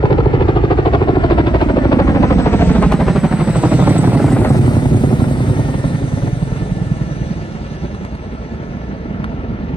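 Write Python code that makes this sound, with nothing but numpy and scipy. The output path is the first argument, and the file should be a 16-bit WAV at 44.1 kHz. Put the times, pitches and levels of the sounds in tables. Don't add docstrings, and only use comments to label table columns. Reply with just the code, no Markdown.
import sys
import numpy as np
from scipy import signal
from scipy.fft import rfft, irfft, next_fast_len
from scipy.io import wavfile
from scipy.ndimage import uniform_filter1d, minimum_filter1d, map_coordinates

SR = 44100
rng = np.random.default_rng(int(sys.argv[2]) if len(sys.argv) > 2 else 0)


def waveform_to_disk(signal):
    frames = np.transpose(np.atleast_2d(signal))
    scaled = np.clip(frames, -1, 1) * 32767
    samples = np.round(scaled).astype(np.int16)
    wavfile.write(sys.argv[1], SR, samples)


def ratio_of_db(decibels):
    return 10 ** (np.asarray(decibels, float) / 20)


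N = 430416
TIME = np.arange(N) / SR


def unit(x):
    return x / np.sqrt(np.mean(x ** 2) + 1e-20)


def along(points, hz):
    f, v = np.transpose(points)
    return np.interp(np.log(hz + 1), np.log(f + 1), v)


def curves(rows, at=TIME):
    s, *columns = np.transpose(rows)
    return [np.interp(at, s, column) for column in columns]


def wobble(rate):
    coarse = TIME[::16]
    knots = rng.standard_normal(int(N * rate / SR) + 4)
    return np.interp(TIME, coarse, map_coordinates(knots, [coarse * rate]))


def filtered(x, response):
    m = next_fast_len(N + 8192)
    return irfft(rfft(x, m) * response(np.fft.rfftfreq(m, 1 / SR)), m)[..., :N]


def delayed(x, ms, order=1):
    return map_coordinates(x, [np.arange(N) - ms * SR / 1000], order=order, mode="mirror")


# time in seconds, blades per second.
BLADE_RATE = [(0, 13.335), (1, 13.236), (1.5, 13.149), (2, 13.018), (2.5, 12.826), (3, 12.659),
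              (3.5, 12.389), (4, 11.989), (4.5, 11.52), (5, 11.051), (5.5, 10.68), (6, 10.423),
              (6.5, 10.25), (7, 10.134), (8, 10.028), (8.5, 10.03), (9.5, 10.1)]


def blade_rate(at=TIME):
    return curves(BLADE_RATE, at)[0]


REST_RATE, MACH = 11.45, .142


def facing():
    return (1 - REST_RATE / blade_rate()) / MACH


START_M, CLOSEST_M = 242, 65


def distance():
    return START_M - 343 * np.cumsum(blade_rate() / REST_RATE - 1) / SR


def heard(db, spread, absorb_db, forward_db):
    r = distance()
    spreading_db = spread * 20 * np.log10(r / CLOSEST_M)
    absorption_db = absorb_db * (r - CLOSEST_M) / 100
    return db - spreading_db - absorption_db + forward_db * facing()


TREES_S = 7.6


def screen():
    return 1 / (1 + np.exp((TREES_S - TIME) / 1.0))


# frequency in Hz, left-right likeness 0-1.
LIKENESS = [(60, .99), (250, .95), (600, .93), (1200, .72), (2500, .45), (5000, .55), (7000, .5),
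            (7700, .6), (12000, .3)]


def rush(spectrum, patchy_db):
    z = signal.stft(rng.standard_normal((2, N + 512)), nperseg=512)[2]
    field = uniform_filter1d(rng.standard_normal(z.shape[1:]), size=5, axis=0)
    field = uniform_filter1d(field, size=8, axis=1)
    pair = signal.istft(z * ratio_of_db(patchy_db * unit(field)), nperseg=512)[1][:, :N]

    def mid_side(hz):
        turn = np.arccos(np.clip(along(LIKENESS, hz), 0, .999)) / 2
        return ratio_of_db(along(spectrum, hz)) * [np.cos(turn), np.sin(turn)]

    mid, side = filtered(pair, mid_side)
    return unit(np.array([mid + side, mid - side]))


def bursts(events, late_s, rise_s, fall_s):
    s, db = np.transpose(events)
    nearest = np.searchsorted((s[1:] + s[:-1]) / 2 + late_s, TIME)
    since = TIME - s[nearest] - late_s
    return ratio_of_db(db[nearest]) * np.exp(-.5 * (since / np.where(since < 0, rise_s, fall_s)) ** 2)


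def cycle(track):
    return np.cumsum(blade_rate()) / SR - curves(track)[0]


def pulses(track, late, multiple, cycles, glide, level_db, scatter_db=1, rise=0):
    turns = cycle(track) - late
    whole = np.arange(np.ceil(turns[0]), turns[-1])
    at = np.interp(whole, turns, TIME)
    chance = rng.standard_normal((len(at), 3))
    detune = 1 + .02 * chance[:, 0] - rise * np.interp(at, TIME, facing())
    hz = np.interp(at, TIME, multiple + 0 * TIME) * blade_rate(at) * detune
    start = np.round(at * SR).astype(int)
    step = np.arange(-1500, 1500)
    u = hz[:, None] * (step + (start - at * SR)[:, None]) / SR + .025 * chance[:, 1:2]
    wave = np.exp(-.5 * (u / cycles) ** 2) * np.sin(2 * np.pi * (u - glide * u * u / 2))
    size = ratio_of_db(np.interp(at, TIME, level_db) + scatter_db * chance[:, 2])
    where = (start[:, None] + step + 1500).ravel()
    return np.bincount(where, (size[:, None] * wave).ravel(), N + 3000)[1500:N + 1500]


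# frequency in Hz, decay time T60 in seconds.
VALLEY_DECAY = [(60, 0.54), (500, 0.75), (4000, 0.06)]


def valley(x):
    hz, t, z = signal.stft(rng.standard_normal((2, SR)), SR, nperseg=256)
    decay = ratio_of_db(-60 * t / along(VALLEY_DECAY, hz)[:, None])
    tail = signal.istft(z * decay, SR, nperseg=256)[1]
    late = np.pad(x, (500, 0))[None]
    return signal.fftconvolve(late, tail / np.linalg.norm(tail[0]), axes=1)[:, :N]


# time in seconds, swell in dB.
ENGINE_FLARES = [(2.4, 9.7), (2.719, 15), (3.2, 1.7), (3.62, 9), (3.8, 4.1), (3.97, 10), (7.4, 3.8),
                 (7.699, 4.4)]


def flares(width):
    return sum(db * np.exp(-.5 * ((TIME - s) / width) ** 2) for s, db in ENGINE_FLARES)


# time in seconds, level in dB.
ROTOR_LOUDNESS = [(0, -13.5), (.4, -10.5), (.8, -14), (1.3, -10.5), (1.7, -12), (2.1, -9), (2.45, -9),
                  (2.8, -8.5), (3.2, -13), (3.9, -9), (4.4, -10), (5.1, -12.5), (5.7, -15), (6.5, -20.5),
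                  (7, -21.5), (7.6, -23.5), (8.5, -25), (9.1, -21.5)]
# frequency in Hz, density in dB per Hz.
ROAR_SPECTRUM = [(12, -51), (20, -33), (53, 4.5), (134, 0), (226, -1), (274, -5), (300, -5.5), (343, -7.5),
                 (700, -26.5), (910, -22), (1540, -120)]
WASH_SPECTRUM = [(240, -44.5), (400, -9), (565, -4.5), (1180, -17), (1340, -9.5), (1610, -17.5),
                 (1760, -14), (2050, -15.5), (3000, -25.5), (3900, -39.5), (6600, -120)]
JET_SPECTRUM = [(1180, -47), (2000, -3), (3100, -7.5), (3670, -3), (5000, -8), (6310, -9.5), (7300, -14),
                (9490, -46), (16100, -120)]


def air():
    loud_db = curves(ROTOR_LOUDNESS)[0] + 12
    roar_db = -14 + 1.12 * loud_db - 3.5 * facing() - 1.5
    wash_db = -31 + 0.5 * loud_db + 0.38 * facing()
    jet_db = heard(-42.0, spread=0.39, absorb_db=4.5, forward_db=0.5) - 0.83 * screen() + 0.44 * flares(0.14)
    gust_db = .45 * wobble(9)
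    peaks = [np.exp(1.95 * np.cos(2 * np.pi * (cycle(rotor) - .06)) - 2.5) for rotor in (AFT_SLAPS, FORE_SLAPS)]
    beat = sum(peaks) * 2 - 1
    roar_beat_db = (2.44 * beat + 1.7 * wobble(45)) * (1.5 - .6 * screen())
    roar = ratio_of_db(roar_db + gust_db + roar_beat_db) * rush(ROAR_SPECTRUM, patchy_db=0.0)
    wash = ratio_of_db(wash_db + gust_db + 1.8 * beat + 1.33 * wobble(70)) * rush(WASH_SPECTRUM, patchy_db=1.5)
    jet = ratio_of_db(jet_db + gust_db + 1.8 * beat) * rush(JET_SPECTRUM, patchy_db=1.7)
    return roar + wash + jet


# frequency in Hz, density in dB per Hz.
HISS_SPECTRUM = [(7300, -120), (7600, -6), (8200, -1.5), (9500, -2), (10900, -9.5), (11200, -26.5),
                 (12200, -47.5), (12500, -7), (14800, -17), (15400, -120)]
INTAKE_SPECTRUM = [(7500, -57), (7700, 3.5), (7900, 1.5), (8150, 2.5), (8500, 2), (9100, -28)]
# time in seconds, peak in dB.
INTAKE_PUFFS = [(2.4139, -40.5), (2.567, -41), (2.6583, -37), (2.7222, -33.5), (2.81, -39), (3.1816, -39.5),
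                (3.2724, -44), (3.3587, -39), (3.4336, -34.5), (3.5209, -36.5), (3.5598, -28),
                (3.6201, -30.5), (3.693, -35.5), (3.889, -28.5), (3.9783, -19.5), (4.2333, -37),
                (4.3151, -30.5), (4.4882, -30.5), (4.573, -39), (4.6608, -40.5)]


def hiss():
    hiss_db = heard(-44.0, spread=0.85, absorb_db=13, forward_db=0.0)
    far_db = hiss_db - hiss_db.max()
    noise = rush(HISS_SPECTRUM, patchy_db=2.0)
    low = filtered(noise, lambda hz: np.clip((10200 - hz) / 2600, 0, 1))
    top = filtered(noise, lambda hz: hz > 11700)
    middle = noise - low - top
    layers = ratio_of_db(-.1 * far_db) * low + ratio_of_db(.35 * far_db) * middle + ratio_of_db(.7 * far_db) * top
    exhaust = ratio_of_db(hiss_db + 1.2 * np.cos(2 * np.pi * cycle(AFT_SLAPS))) * layers
    off_beam = np.minimum(np.abs(facing() - .5), 1.1)
    beam_db = heard(-46.0, spread=2.2, absorb_db=4.5, forward_db=5) - 24 * off_beam
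    puffs = ratio_of_db(-11.5) * bursts(INTAKE_PUFFS, late_s=.006, rise_s=0.0041, fall_s=0.011)
    whistle = (ratio_of_db(beam_db + 1.5 + 1.2 * wobble(14)) + puffs) * rush(INTAKE_SPECTRUM, patchy_db=2.0)
    return exhaust + whistle


# time in seconds, speed as a multiple of the blade rate, beam in dB.
COMPRESSOR = [(0, 600, 4), (2, 608, 5), (2.6, 615, 10), (3.6, 630, 9), (4.6, 621.5, 3), (5.4, 609.5, -3),
              (6.2, 596, -2), (6.6, 591.5, 0), (7.3, 594, 3), (8, 608, 0), (9.76, 623, -1)]
GEAR_MESHES = [172.5, 345, 517.5, 132, 328, 278]
# level in dB, forward throw in dB.
GEAR_LEVELS = [(3.5, -9), (-9, -8), (-17, -9), (-7, -9), (-5, 5), (-6, -9)]
# time in seconds, width in seconds, lobe in dB.
GEAR_BEAMS = [(7.5, .6, 2), (6, .6, 7.5), (6, .5, 6), (7.6, .6, 8.5), (7.8, .5, 5), (7.9, .5, 6)]


def whine():
    compressor_db = heard(-61.5, spread=1.2, absorb_db=2.5, forward_db=-7) - 5 * screen()
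    gear_db = heard(-57, spread=.5, absorb_db=0, forward_db=0) - 5.5 * screen()
    speed, beam_db = curves(COMPRESSOR)
    spin = np.cumsum(speed * blade_rate()) / SR + .24 * wobble(120)
    flutter_db = 2.5 * wobble(30) + 2 * wobble(6)
    out = ratio_of_db(compressor_db + beam_db + 7 + flutter_db) * np.sin(2 * np.pi * spin)
    turns = np.cumsum(blade_rate()) / SR
    for mesh, (db, forward_db), (s, width, lobe_db) in zip(GEAR_MESHES, GEAR_LEVELS, GEAR_BEAMS):
        shake = mesh / 620 * wobble(40)
        flutter_db = 2.5 * wobble(24) + 2.5 * wobble(3) - 2
        db = db + lobe_db * np.exp(-.5 * ((TIME - s) / width) ** 2)
        level_db = gear_db + db + forward_db * facing() + flutter_db
        out += ratio_of_db(level_db) * np.sin(2 * np.pi * (mesh * turns + shake))
    return np.sqrt(2) * out


# time in seconds, peak in dB.
TIP_CRACKS = [(0.0383, -16), (0.11, -14.5), (0.1857, -17.5), (0.2563, -22.5), (0.3368, -20.5),
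              (0.4085, -19.5), (0.4843, -20), (0.562, -18), (0.6364, -23.5), (0.7083, -17), (0.782, -19.5),
              (0.86, -16.5), (0.9368, -13.5), (1.0147, -19.5), (1.0838, -19.5), (1.156, -23), (1.2396, -17),
              (1.3074, -12), (1.3836, -13), (1.4666, -18), (1.544, -17.5), (1.6127, -17.5), (1.6906, -24),
              (1.7677, -21), (1.844, -21.5), (1.922, -15.5), (1.996, -15), (2.08, -18), (2.153, -17.5),
              (2.2313, -16), (2.3072, -16), (2.386, -21), (2.4607, -16.5), (2.532, -17.5), (2.613, -20),
              (2.698, -23), (2.7528, -23), (2.8265, -18), (2.9213, -17.5), (3.0016, -23), (3.0795, -20),
              (3.1605, -23.5), (3.239, -23.5), (3.3164, -24.5), (3.3997, -24), (3.473, -28.5),
              (3.5493, -21), (3.6352, -21), (3.715, -23.5), (3.7923, -27.5), (3.8698, -23), (3.937, -33),
              (4.0368, -25.5), (4.118, -29.5), (4.1972, -28.5), (4.2794, -33.5), (4.364, -28),
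              (4.4493, -23)]
# time in seconds, peak in dB.
DULL_RAGS = [(3.636, -6.5), (3.722, -7), (3.789, -8.5), (3.824, -5.5), (3.873, -6), (3.908, -6.5),
             (3.954, -5), (3.99, -4), (4.038, -16), (4.072, -3), (4.112, -18.5), (4.145, -11.5),
             (4.195, -9.5), (4.279, -8.5), (4.315, -15), (4.361, -20), (4.413, -7.5), (4.447, -8),
             (4.502, -10.5), (4.544, -12), (4.589, -17), (4.638, -18), (4.677, -9), (4.708, -11.5),
             (4.765, -17.5), (4.82, -21), (4.856, -14.5), (4.945, -17), (5.036, -10.5), (5.105, -11),
             (5.126, -9), (5.199, -13.5), (5.238, -9.5), (5.273, -16), (5.492, -16), (5.589, -16.5),
             (5.686, -11.5), (5.74, -14), (5.838, -10.5), (6.022, -21.5), (6.076, -26), (6.117, -17),
             (6.173, -16.5), (6.223, -16), (6.27, -15), (6.419, -19), (6.515, -18.5), (6.555, -21.5),
             (6.615, -21), (6.654, -22)]
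# frequency in Hz, density in dB per Hz.
TIP_SPECTRUM = [(150, -40.5), (300, 3.5), (600, 2.5), (1000, -4.5), (1500, -11), (2500, -18.5),
                (4500, -31.5), (5600, -45), (9000, -54.5), (15000, -87.5)]


def crack():
    bed = ratio_of_db(-35.5 + 3.07 * np.minimum(facing(), .6))
    gate = ratio_of_db(3) * bursts(TIP_CRACKS, late_s=.004, rise_s=.007, fall_s=.014) + bed
    noise = ratio_of_db(1.6 * wobble(350)) * rush(TIP_SPECTRUM, patchy_db=1.5)
    dull = uniform_filter1d(noise, size=18, axis=1)
    rags = ratio_of_db(-9.5) * bursts(DULL_RAGS, late_s=0.0033, rise_s=0.0024, fall_s=0.0068)
    return gate * noise + rags * dull


# time in seconds, peak in dB, body in dB.
TIP_SHOCKS = [(1.6113, -28, 0), (2.611, -26.5, 5.5), (2.825, -17, -3.5), (2.9207, -12.5, -2),
              (2.934, -21, -2), (3.066, -23.5, -1.5), (3.159, -26, 3), (3.551, -32, -2.5),
              (3.872, -28, 5.5), (4.4481, -21.5, 3.5), (7.948, -31.5, 2.5), (8.049, -26.5, 1),
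              (8.151, -32, 3.5), (9.243, -31.5, 10)]


def shocks():
    out, t = np.zeros(N + SR), np.arange(SR // 20) / SR
    for s, db, body_db in TIP_SHOCKS:
        sharp, dull = rng.standard_normal((2, len(t)))
        front = np.diff(sharp, prepend=0) * 0.33
        body = ratio_of_db(body_db + 6) * uniform_filter1d(dull, size=16)
        out[round(s * SR):][:len(t)] += ratio_of_db(db - 60 * t / 0.024) * (front + body)
    colour = [(500, -9), (900, 13.0), (2500, 7.5), (9000, -5), (14000, -16)]  # Hz, dB
    return filtered(out[:N], lambda hz: ratio_of_db(along(colour, hz)))


def thumps():
    ahead = facing()
    tail_lobe_db = 12.0 * np.exp(-.5 * ((ahead + .84) / 0.11) ** 2)
    nose_lobe_db = 4 * np.exp(-.5 * ((ahead - .72) / .1) ** 2)
    loud_db = curves(ROTOR_LOUDNESS)[0] + tail_lobe_db + nose_lobe_db - 3.5 * screen()
    upper_db = loud_db - 2.5 + 1.5 * ahead + 0.83 * ahead ** 2
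    lower_db = loud_db - 7.5 + 2.4 * ahead + 5.0 * ahead ** 2
    upper = pulses(AFT_SLAPS, 0.084, multiple=12.2, cycles=0.47, glide=.02, level_db=upper_db)
    lower = pulses(AFT_SLAPS, -.28 + 0.1 * ahead, multiple=4.6, cycles=0.46, glide=.02, level_db=lower_db)
    return upper + lower


def slap(track, boom, boom_late, front_db, snap_db, forward_db, rise):
    strength_db, snap_pitch = curves(track)[1:]
    sharp_db = strength_db + snap_db + forward_db * facing()
    boom_db = strength_db + 1.8 * np.maximum(facing(), 0)
    front = pulses(track, -.035, 55, cycles=.5, glide=.35, scatter_db=2.5, level_db=sharp_db + front_db)
    snap = pulses(track, 0, snap_pitch, cycles=0.64, glide=0.29, level_db=sharp_db)
    return front + snap + pulses(track, boom_late, boom, cycles=0.53, glide=0.13, rise=rise, level_db=boom_db)


# time in seconds, place in the blade cycle,
# strength in dB, snap pitch as a multiple of the blade rate.
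AFT_SLAPS = [(0, 0.54, 5.5, 28), (.4, 0.55, -5.5, 27), (.8, .53, -6.5, 27), (1.2, 0.57, -4, 25),
             (1.7, 0.55, -10, 22), (2, 0.58, -2.5, 22), (2.4, 0.5, -8.5, 21), (2.8, 0.55, -10.5, 19),
             (3.2, 0.53, -10.5, 18), (3.6, 0.54, -15.5, 20), (4, 0.53, -5, 22), (4.6, 0.58, -6, 22),
             (5.2, .579, -8, 22), (5.6, .6, -13.5, 20), (6, 0.59, -22, 20), (7.2, 0.75, -33, 22),
             (8.4, .63, -33, 22), (9.76, 0.63, -40, 22)]
FORE_SLAPS = [(0, 0.044, -13, 18.8), (1.2, 0.078, -19.5, 19), (1.6, 0.057, -12.5, 14.5),
              (2, .08, -10.5, 19), (2.6, .13, -17.5, 16.6), (3.2, 0.24, -7.5, 17.5), (3.6, 0.27, -5, 14.6),
              (4, 0.22, -6.5, 22.4), (4.4, 0.22, -8.5, 16), (4.8, 0.22, -5, 23.3), (5.2, 0.25, -9, 19),
              (5.6, 0.23, -11, 22), (6.4, .24, -5, 15), (6.8, 0.23, -6, 17), (7.3, 0.25, -11.5, 17.5),
              (8, 0.38, -29.5, 26), (9, 0.28, -21, 12), (9.76, 0.2, -23, 25)]


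def slaps():
    aft = slap(AFT_SLAPS, boom=10.9, boom_late=0.0883, front_db=-7.0, snap_db=2.5, forward_db=1.5, rise=0.02)
    fore = slap(FORE_SLAPS, boom=11.86, boom_late=0.044, front_db=-13.5, snap_db=-4.0, forward_db=8.5, rise=0.15)
    return aft + fore


# time in seconds, ground echo lag in ms, left lead in ms.
ARRIVAL_LAGS = [(0, 2.2, .27), (.7, 2.5, .28), (1.7, 3.25, .27), (2.7, 4.5, .15), (3.2, 5.2, .02),
                (4.1, 7.1, -.05), (4.6, 8.2, .25), (5.2, 8.1, .27), (6.2, 7.1, .3), (7.2, 5.9, .33),
                (8.2, 4.6, .33), (9.76, 4.4, .32)]


def scene():
    echo_ms, lead_ms = curves(ARRIVAL_LAGS)
    echo_db = -3.5 - 0.77 * (echo_ms - 2) - 9 * screen()
    beats = slaps() + thumps() + shocks()
    direct = beats + crack() + air()
    dull = filtered(direct, lambda hz: 1 / np.sqrt(1 + (hz / 1100) ** 2))
    left, right = [d + ratio_of_db(echo_db) * delayed(g, echo_ms) for d, g in zip(direct, dull)]
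    pair = ratio_of_db(0.5) * np.array([left, delayed(right, lead_ms, order=2)])
    return pair + ratio_of_db(-22.0) * valley(beats) + hiss() + whine()


# frequency in Hz, left minus right in dB.
CAPSULE_LEAN = [(60, -1), (110, -1), (200, -4), (380, -1), (700, 2), (1290, 2.5), (2380, -1), (4400, -2.5),
                (8120, 0), (15000, 0)]


def microphones(hz):
    shorter_s = .00005 * hz ** 2 / (hz ** 2 + 400 ** 2) * (hz < 7500)
    turn = np.exp(-1j * np.pi * hz * shorter_s * np.array([[1], [-1]]))
    bass_cut = hz ** 3 / (hz ** 3 + 34 ** 3)
    return turn * ratio_of_db(along(CAPSULE_LEAN, hz) * [[.5], [-.5]]) * bass_cut


# time in seconds, readiness to stay, lower edge share 0-1.
BAND_DROPOUT = [(0, -.8, .6), (2, -.5, .6), (4.2, -.2, .6), (4.6, 1.6, .2), (6, 1.3, .2), (7.2, -.8, .5),
                (8.6, -1.9, .7), (9.76, -2.4, .8)]


def dropouts(x):
    stay, wide = curves(BAND_DROPOUT)
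    common, out = wobble(7.3), x.copy()
    for k, low_hz in enumerate(range(7400, 6300, -200)):
        readiness = stay + k * (.55 - .45 * wide) + .6 * common + .9 * wobble(36)
        lost = 1 - np.clip(4 * readiness, 0, 1)
        out -= lost * filtered(x, lambda hz: (hz > low_hz) & (hz <= low_hz + 200))
    return out


def roll_off(x):
    return signal.sosfilt(signal.butter(12, 15640, fs=SR, output="sos"), x)


# frequency in Hz, gain in dB.
TREBLE_GAP = [(11000, 0), (11250, -40), (12200, -37), (12450, -2.5)]


def record(dry):
    x = filtered(dry * np.minimum(1, TIME * 200), microphones)
    need = np.minimum(1, .9 / (np.abs(x).max(axis=0) + 1e-9))
    x = x * uniform_filter1d(minimum_filter1d(need, size=260), size=250)
    x = filtered(x, lambda hz: ratio_of_db(along(TREBLE_GAP, hz)))
    return roll_off(dropouts(x))


dry = scene()
out = record(dry)
waveform_to_disk(out)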